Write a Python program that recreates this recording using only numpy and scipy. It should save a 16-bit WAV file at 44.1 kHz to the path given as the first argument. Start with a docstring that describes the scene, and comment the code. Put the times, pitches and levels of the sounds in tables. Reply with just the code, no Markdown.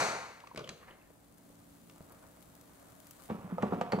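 """A rice cooker springs open on a kitchen counter, heard close on two closely spaced microphones.
Its hinge spring rings down under a puff of steam; the lid squeaks and rattles against its stop.
The hot rice fizzes and crackles and a hand rubs on the cooker, with a low appliance hum behind.
Then a plastic paddle digs into the rice, tapping and thumping the pot."""
import sys
import numpy as np
from scipy import signal
from scipy.fft import rfft, irfft
from scipy.io import wavfile
from scipy.ndimage import uniform_filter1d

SR = 44100
rng = np.random.default_rng(int(sys.argv[2]) if len(sys.argv) > 2 else 0)


def wav_out(sig):
    """Save sig, one row per channel (or a flat mono array), as 16-bit PCM at SR to the path in sys.argv[1]."""
    wavfile.write(sys.argv[1], SR, np.round(np.clip(np.atleast_2d(sig).T, -1, 1) * 32767).astype(np.int16))


N = 176400
T = np.arange(N) / SR

# Appliance hum in the background: pitch_hz, level_db
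HUM_LINES = [(113, -68), (170, -64), (226, -67), (284, -64), (566, -76)]
# Rise and fall of the hum: time_s, gain_db
HUM_GAIN = [(1.25, -13), (1.5, -2.5), (2.1, -5), (3.15, -9)]
# Room air, rice fizz and hand rustle over time: time_s, level_db
AIR_LEVEL = [(1.25, -64), (1.5, -62), (3.0, -62)]
FIZZ_LEVEL = [(.4, -76), (1.25, -72.5), (1.85, -68.5), (2.3, -69.5), (2.9, -67.5), (3.27, -63.5),
              (3.305, -70), (4, -78)]
RUSTLE_LEVEL = [(1.2, -71.5), (1.9, -73), (2.1, -64), (2.4, -65.5), (3.28, -63.5), (3.31, -69)]
# Spectra of the air, fizz, rustle and a bursting bubble: frequency_hz, relative_db
AIR_SPECTRUM = [(20, -54), (35, -16), (55, -2), (100, -6), (290, -3), (400, -10), (600, -11), (1200, -19.5),
                (3000, -30.5)]
FIZZ_SPECTRUM = [(600, 6), (2000, 2.5), (4200, 2.5), (5300, -1), (7500, 4), (12500, 1.5), (15500, 0)]
RUSTLE_SPECTRUM = [(250, -7), (620, 13.5), (850, 7.5), (1250, 7.5), (2200, -2.5), (5000, -65)]
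POP_SPECTRUM = [(1500, -1.5), (7500, 0), (12000, 1), (15500, 2)]
# Bubbles bursting in the rice: start_s, level_db
BUBBLE_POPS = [(1.382, -55.5), (2.1222, -51.5), (2.426, -52), (2.552, -52.5), (2.612, -51), (3.0018, -50.5),
               (3.0692, -49), (3.1095, -42.5), (3.236, -50), (3.256, -52)]

# The paddle thumps the pot through the rice: start_s, level_db, cutoff_hz
POT_THUMPS = [(3.301, -35, 910), (3.313, -28.5, 503), (3.347, -38, 490), (3.444, -31, 212),
              (3.521, -21.5, 198), (3.632, -18.5, 710), (3.657, -43, 600), (3.724, -25.5, 900),
              (3.735, -27, 710), (3.777, -30.5, 298), (3.812, -30, 696), (3.933, -20.5, 800),
              (3.942, -20, 394), (3.979, -27.5, 593)]
# Its edge taps the pot wall: start_s, knock_db, tick_db
WALL_TAPS = [(3.299, -32, -49), (3.582, -27, -49.5), (3.6239, -40.5, -35), (3.63, -23.5, -72),
             (3.722, -27.5, -62), (3.733, -29.5, -64), (3.812, -23.5, -33), (3.922, -27, -32.5),
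             (3.932, -21.5, -42), (3.987, -30.5, -44)]
# It scrapes along the wall: start_s, level_db
WALL_SCRAPES = [(3.491, -51.5), (3.704, -55)]
# Sticky rice shearing under it: time_s, level_db
STIR_LEVEL = [(3.285, -50), (3.305, -37.5), (3.38, -48.5), (3.57, -50), (3.61, -43.5), (3.66, -40.5),
              (3.70, -42.5), (3.735, -39.5), (3.80, -45), (3.91, -47), (3.95, -33.5), (4, -54)]
# Modes of the full pot, the paddle on the wall and the rim: pitch_hz, relative_db, t60_s
POT_MODES = [(198, -2, 0.13), (222.4, -5, 0.073), (275, -2, 0.025), (364, -3, 0.038), (446, -8, 0.057),
             (768, -10, 0.052)]
PADDLE_MODES = [(520, -2.5, 0.061), (573, -10, 0.052), (725, -3.5, 0.05), (808, 2, 0.019),
                (949, -8.5, 0.053), (1178, -7, 0.048), (1320, -11.5, 0.038)]
RIM_MODES = [(4370, 8.3, 0.022), (4570, 2.7, 0.073)]
# Spectra of shearing rice, a tick, a slide on plastic and a soft bump: frequency_hz, relative_db
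STIR_SPECTRUM = [(100, 11.5), (300, -3.5), (500, -1.5), (1250, -4.5), (1700, -16), (2400, -17),
                 (4000, -28.5), (9000, -40.5)]
TICK_SPECTRUM = [(300, 6.5), (1200, 11.5), (2200, 6), (4400, -9), (8000, -11), (10000, -32), (15000, -30)]
SCUFF_SPECTRUM = [(500, -2), (1200, 2.5), (2000, -13), (6000, -37)]
BUMP_SPECTRUM = [(50, -26), (170, -0.5), (300, -9), (520, -9), (1200, -24.5), (4000, -55)]

# A hand bumps the cooker and slides on its shell: start_s, level_db
HAND_BUMPS = [(0.548, -45.5), (1.104, -50.5), (1.452, -56), (1.501, -53.5), (2.007, -45.5)]
HAND_SLIDES = [(1.955, -62.5), (2.093, -59.5), (2.221, -61), (3.184, -61)]
# The hinge slips: start_s, pitch_hz, level_db
HINGE_SQUEAKS = [(0.438, 917, -44), (.470, 1170, -47.5), (0.513, 955, -43), (.641, 3220, -44.5),
                 (.673, 3150, -49), (0.828, 1170, -51), (0.907, 2970, -53), (1.015, 2610, -59.5)]
# The lid hits its stop: start_s, body_db, click_db
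LID_KNOCKS = [(0.403, -70, -51), (0.472, -61, -48.5), (0.5604, -47.5, -44), (.575, -38.5, -37.5),
              (.592, -47, -44), (0.607, -51, -54), (0.644, -54, -53), (.675, -52, -49), (.6915, -46, -34),
              (1.897, -61.5, -51.5)]
# The open lid rubs as it settles: time_s, level_db
RUB_LEVEL = [(.79, -68), (.83, -58), (.865, -65), (.882, -51.5), (.92, -59), (.95, -64.5), (1.12, -74.5)]
# Spectra of the lid's body, click and rub, and of the steam puff: frequency_hz, relative_db
LID_BODY_SPECTRUM = [(60, -10), (140, 11), (300, 4), (520, 13), (800, -1), (1100, 6), (1450, 8),
                     (1800, -10), (2300, -1), (4000, -11), (15000, -62)]
LID_CLICK_SPECTRUM = [(200, -4), (900, 4), (1400, 7), (2000, 10), (3300, 4.5), (4600, 2.5), (7000, -1.5),
                      (9500, -11.5), (15000, -45)]
RUB_SPECTRUM = [(150, -4.5), (450, -0.5), (900, -3.5), (2100, -4.5), (3200, -17), (6000, -32)]
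PUFF_SPECTRUM = [(50, -25.5), (130, -2), (290, -5.5), (430, -0.5), (700, 3), (1300, 0), (1750, -3.5),
                 (2350, -3.5), (3200, -15.5), (4300, -7.5), (5200, -14), (6200, -9), (9000, -18.5),
                 (15500, -39.5)]
# Modes of the hinge spring: pitch_hz, relative_db
SPRING_MODES = [(425, -13), (506, -14), (570, -15), (653, -15), (694, -13), (743, -12), (845, -11),
                (921, -8), (1073, -8), (1160, -12), (1240, -13), (1340, -6.5), (1410, -10), (1493, -11),
                (1580, -13), (1680, -13), (2008, -13), (2202, -15), (2283, -14), (2369, -15), (3960, -20),
                (4039, -19), (4377, -17), (4445, -19), (6024, -19), (6203, -17), (6513, -21)]
# Decay of the kitchen, the lid's body, the puff and the spring: frequency_hz, t60_s
ROOM_T60 = [(500, 0.68), (2000, 0.64), (10000, 0.48)]
LID_BODY_T60 = [(150, 0.25), (500, 0.28), (1500, 0.043), (6000, 0.26)]
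PUFF_T60 = [(150, 0.64), (2000, 0.9), (14000, 0.57)]
SPRING_T60 = [(900, 0.81), (6000, 0.63)]

# Left-right likeness of near and of diffuse sound: frequency_hz, correlation
NEAR_LIKENESS = [(250, 0.96), (900, 1), (2300, 0.63), (10000, 0.58)]
FAR_LIKENESS = [(60, 0.98), (500, 0.18), (12000, 0.31)]
# Where each source sits between the microphones: frequency_hz, left_over_right_db
COOKER_PAN = [(3000, 0.5), (8000, 7.5)]
PADDLE_PAN = [(200, -0.4), (1200, -2), (8000, 0.23)]
LID_PAN = [(700, 1.2), (4400, 0.7), (8000, 5.8)]
OPENING_PAN = [(300, 0.53), (2400, 2), (8000, 7), (15000, 2.2)]
# Phase lag of the left microphone: frequency_hz, lag_rad
LEFT_LAG = [(80, 0.045), (400, 0.7), (1300, 1.26), (7000, 1.02), (14000, 0.14)]


def amp(db):
    """Decibels to gain."""
    return 10 ** (np.asarray(db) / 20)


def unit(x):
    """Scales to rms 1."""
    return x / np.sqrt(np.mean(x ** 2) + 1e-20)


def read(points, hz):
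    """Reads a table on a log-frequency axis."""
    f, value = np.transpose(points)
    return np.interp(np.log(hz + 1), np.log(f + 1), value)


def level(points):
    """Gain over time from time_s, level_db points."""
    return amp(np.interp(T, *np.transpose(points)))


def add(mix, start_s, sound):
    """Mixes a sound in at start_s."""
    part = mix[:, max(round(start_s * SR), 0):][:, :sound.shape[-1]]
    part += sound[..., :part.shape[1]]


def cut(x, hz, kind):
    """A gentle low-pass or high-pass filter."""
    return signal.sosfilt(signal.butter(2, hz, kind, fs=SR, output="sos"), x)


def colour(x, spectrum):
    """Filters by a spectrum and scales to rms 1."""
    size = x.shape[-1]
    gain = amp(read(spectrum, np.fft.rfftfreq(size, 1 / SR)))
    return unit(irfft(rfft(x) * gain, size))


def pair(x, likeness):
    """Makes two unrelated channels partly alike."""
    size = x.shape[-1]
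    left, other = rfft(x)
    shared = np.clip(read(likeness, np.fft.rfftfreq(size, 1 / SR)), 0, 1)
    right = shared * left + np.sqrt(1 - shared ** 2) * other
    return irfft(np.array([left, right]), size)


def pan(x, table):
    """Tilts each frequency to the left or right."""
    db = read(table, np.fft.rfftfreq(2 * N, 1 / SR))
    return irfft(rfft(x, 2 * N) * amp([db / 2, -db / 2]))[:, :N]


def noise(spectrum, size=N, likeness=NEAR_LIKENESS):
    """Coloured stereo noise."""
    return colour(pair(rng.standard_normal((2, size)), likeness), spectrum)


def grains(per_s, spread_db, likeness=NEAR_LIKENESS):
    """Sparse stereo clicks of uneven strength."""
    strength = amp(spread_db * np.minimum(rng.exponential(1, N), 4))
    fires = rng.random(N) < per_s / SR
    return pair(strength * fires * rng.standard_normal((2, N)), likeness)


def fade(x, t60s):
    """Lets each octave die away at its own speed."""
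    size = x.shape[-1]
    octave = np.log2(np.clip(np.fft.rfftfreq(size, 1 / SR), 125, 16000) / 125)
    spectrum = rfft(x)
    out = 0
    for k in range(8):
        band = irfft(spectrum * np.maximum(1 - abs(octave - k), 0), size)
        out += band * amp(-60 * T[:size] / read(t60s, 125 * 2 ** k))
    return out


def click(spectrum, t60_s, size=8192):
    """A short burst of coloured noise."""
    return noise(spectrum, size) * amp(-60 * T[:size] / t60_s)


def ring(modes, spread_rad, size=16384):
    """Decaying modes, reaching each microphone with a different phase."""
    t = T[:size]
    phases = spread_rad * rng.standard_normal((len(modes), 2, 1))
    return sum(amp(db - 60 * t / t60_s) * np.sin(2 * np.pi * hz * t + phase)
               for (hz, db, t60_s), phase in zip(modes, phases))


def room(x):
    """Diffuse reflections from the kitchen around the counter."""
    size = SR // 2
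    tail = fade(pair(rng.standard_normal((2, size)), NEAR_LIKENESS), ROOM_T60)
    tail *= np.minimum(T[:size] / 0.01, 1)
    return signal.fftconvolve(x, tail / np.linalg.norm(tail[0]), axes=1)[:, :N]


def kitchen():
    """Room tone: a wavering appliance hum in dull, diffuse air noise."""
    drift_spectrum = [(3, 0), (12, -25), (60, -90), (300, -160)]  # frequency_hz, relative_db
    hum = 0
    for hz, db in HUM_LINES:
        drift_rad = 0.42 * colour(rng.standard_normal(N), drift_spectrum)
        hum += amp(db) * np.sqrt(2) * np.sin(2 * np.pi * hz * T + drift_rad)
    return level(HUM_GAIN) * hum + level(AIR_LEVEL) * noise(AIR_SPECTRUM, likeness=FAR_LIKENESS)


def hand_rustle(flutter_db=2.5, step_s=0.036):
    """A soft, fluttering rustle of a hand rubbing on the cooker."""
    knots = np.arange(0, T[-1] + step_s, step_s)
    flutter = amp(flutter_db * np.interp(T, knots, rng.uniform(-1, 1, N)[:len(knots)]))
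    rustle = level(RUSTLE_LEVEL) * flutter * noise(RUSTLE_SPECTRUM, likeness=FAR_LIKENESS)
    return pan(rustle, COOKER_PAN)


def hot_rice():
    """The rice fizzes while tiny bubbles burst in it."""
    hiss = noise(FIZZ_SPECTRUM, likeness=FAR_LIKENESS)
    crackle = colour(grains(per_s=1000, spread_db=2.5, likeness=FAR_LIKENESS), FIZZ_SPECTRUM)
    out = level(FIZZ_LEVEL) * (hiss + crackle)
    for start_s, db in BUBBLE_POPS:
        add(out, start_s, amp(db) * click(POP_SPECTRUM, t60_s=0.02))
    return pan(out, COOKER_PAN)


def scuff(swell_s=0.017):
    """A short grainy slide on plastic that swells and fades."""
    t = T[:SR // 4]
    friction = colour(grains(per_s=1700, spread_db=-1.5)[:, :len(t)], SCUFF_SPECTRUM)
    return friction * t / swell_s * np.exp(1 - t / swell_s)


def pot_thump(cutoff_hz, rise_cycles=0.59):
    """A blow to the pot through the rice; softer blows are duller and swell more slowly."""
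    modes = np.array(POT_MODES)
    modes[:, 0] *= 1 + 0.067 * rng.uniform(-1, 1, len(modes))  # the rice shifts the modes at each blow
    body = ring(modes, spread_rad=0.037)
    body *= 1 - np.exp(-T[:body.shape[1]] * cutoff_hz / rise_cycles)
    add(body, 0, amp(-8) * click(BUMP_SPECTRUM, t60_s=0.096))
    return cut(body, cutoff_hz, "low")


def wall_knock(rise_s=0.0008):
    """The paddle's edge rings briefly on the pot wall, tuned a little differently each time."""
    knock = sum(rng.choice([-1, 1]) * ring([(hz * rng.uniform(.95, 1.05), db, t60_s)], spread_rad=0.2)
                for hz, db, t60_s in PADDLE_MODES)
    return knock * (1 - np.exp(-T[:knock.shape[1]] / rise_s))


def paddle():
    """The paddle shears sticky rice, scrapes, thumps and taps the pot, and clips the rim once."""
    shear = colour(grains(per_s=1500, spread_db=0.5), STIR_SPECTRUM)
    out = level(STIR_LEVEL) * (T > STIR_LEVEL[0][0]) * shear
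    for start_s, db in WALL_SCRAPES:
        add(out, start_s, amp(db) * scuff())
    for start_s, db, cutoff_hz in POT_THUMPS:
        add(out, start_s, amp(db) * pot_thump(cutoff_hz))
    for start_s, knock_db, tick_db in WALL_TAPS:
        add(out, start_s, amp(knock_db) * wall_knock())
        add(out, start_s, amp(tick_db) * click(TICK_SPECTRUM, t60_s=0.051))
    add(out, start_s=3.921, sound=amp(-46) * ring(RIM_MODES, spread_rad=1.0))
    out += amp(-8.5) * room(out)
    return pan(cut(out, hz=157, kind="high"), PADDLE_PAN)


def hinge_squeak(hz, swell_s=0.0023, roughness=0.082):
    """One brief slip of the hinge, unsteady in pitch."""
    t = T[:SR // 10]
    waver = unit(uniform_filter1d(rng.standard_normal(len(t)), size=40))
    phase = 2 * np.pi * hz * np.cumsum(1 + roughness * waver) / SR
    return t / swell_s * np.exp(1 - t / swell_s) * np.sin(phase)


def hinge_spring(above_hz=0):
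    """The long ring of the spring's modes above a given pitch."""
    out = 0
    for hz, db in SPRING_MODES:
        if hz > above_hz:
            spread_rad = np.sqrt(-np.log(np.clip(read(NEAR_LIKENESS, hz), .1, 1)))
            out += rng.choice([-1, 1]) * ring([(hz, db, read(SPRING_T60, hz))], spread_rad, size=SR)
    return out


def lid():
    """The lid squeaks, rattles against its stop and rubs as it settles; a hand steadies the cooker."""
    out = np.zeros((2, N))
    for start_s, hz, db in HINGE_SQUEAKS:
        add(out, start_s, amp(db) * hinge_squeak(hz))
    for start_s, body_db, click_db in LID_KNOCKS:
        body = fade(noise(LID_BODY_SPECTRUM, size=16384), LID_BODY_T60)
        contact = click(LID_CLICK_SPECTRUM, t60_s=0.027, size=SR)
        shaken_spring = amp(-22) * hinge_spring(above_hz=3000)  # a light knock wakes only high modes
        add(out, start_s, amp(body_db) * body)
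        add(out, start_s, amp(click_db) * (contact + shaken_spring))
    rubbing = (T > RUB_LEVEL[0][0]) & (T < RUB_LEVEL[-1][0])
    out += level(RUB_LEVEL) * rubbing * noise(RUB_SPECTRUM)
    for start_s, db in HAND_BUMPS:
        add(out, start_s, amp(db) * click(BUMP_SPECTRUM, t60_s=0.042))
    for start_s, db in HAND_SLIDES:
        add(out, start_s, amp(db) * scuff())
    return pan(out + amp(-9) * room(out), LID_PAN)


def cooker_opening(rise_s=0.0027):
    """Close by and a little left, the released spring rings down while steam puffs out."""
    out = np.zeros((2, N))
    puff = amp(-29) * fade(noise(PUFF_SPECTRUM, size=SR), PUFF_T60)
    add(out, 0, puff + amp(-31.5) * hinge_spring())
    attack = 1 - .5 * np.exp(-T / rise_s)
    return pan(out * attack, OPENING_PAN)


def scene():
    """Everything heard from the counter."""
    return cooker_opening() + lid() + hot_rice() + hand_rustle() + paddle() + kitchen()


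def record(dry, top_hz=15750):
    """Two closely spaced microphones, the right one reached first, with the highest treble cut off."""
    lag_rad = read(LEFT_LAG, np.fft.rfftfreq(2 * N, 1 / SR))
    microphones = irfft(rfft(dry, 2 * N) * np.exp(.5j * np.array([-lag_rad, lag_rad])))[:, :N]
    low_pass = signal.firwin(511, top_hz, window=("kaiser", 9), fs=SR)
    return signal.oaconvolve(microphones, low_pass[None], "same", axes=1)


dry = scene()
out = record(dry)
wav_out(out)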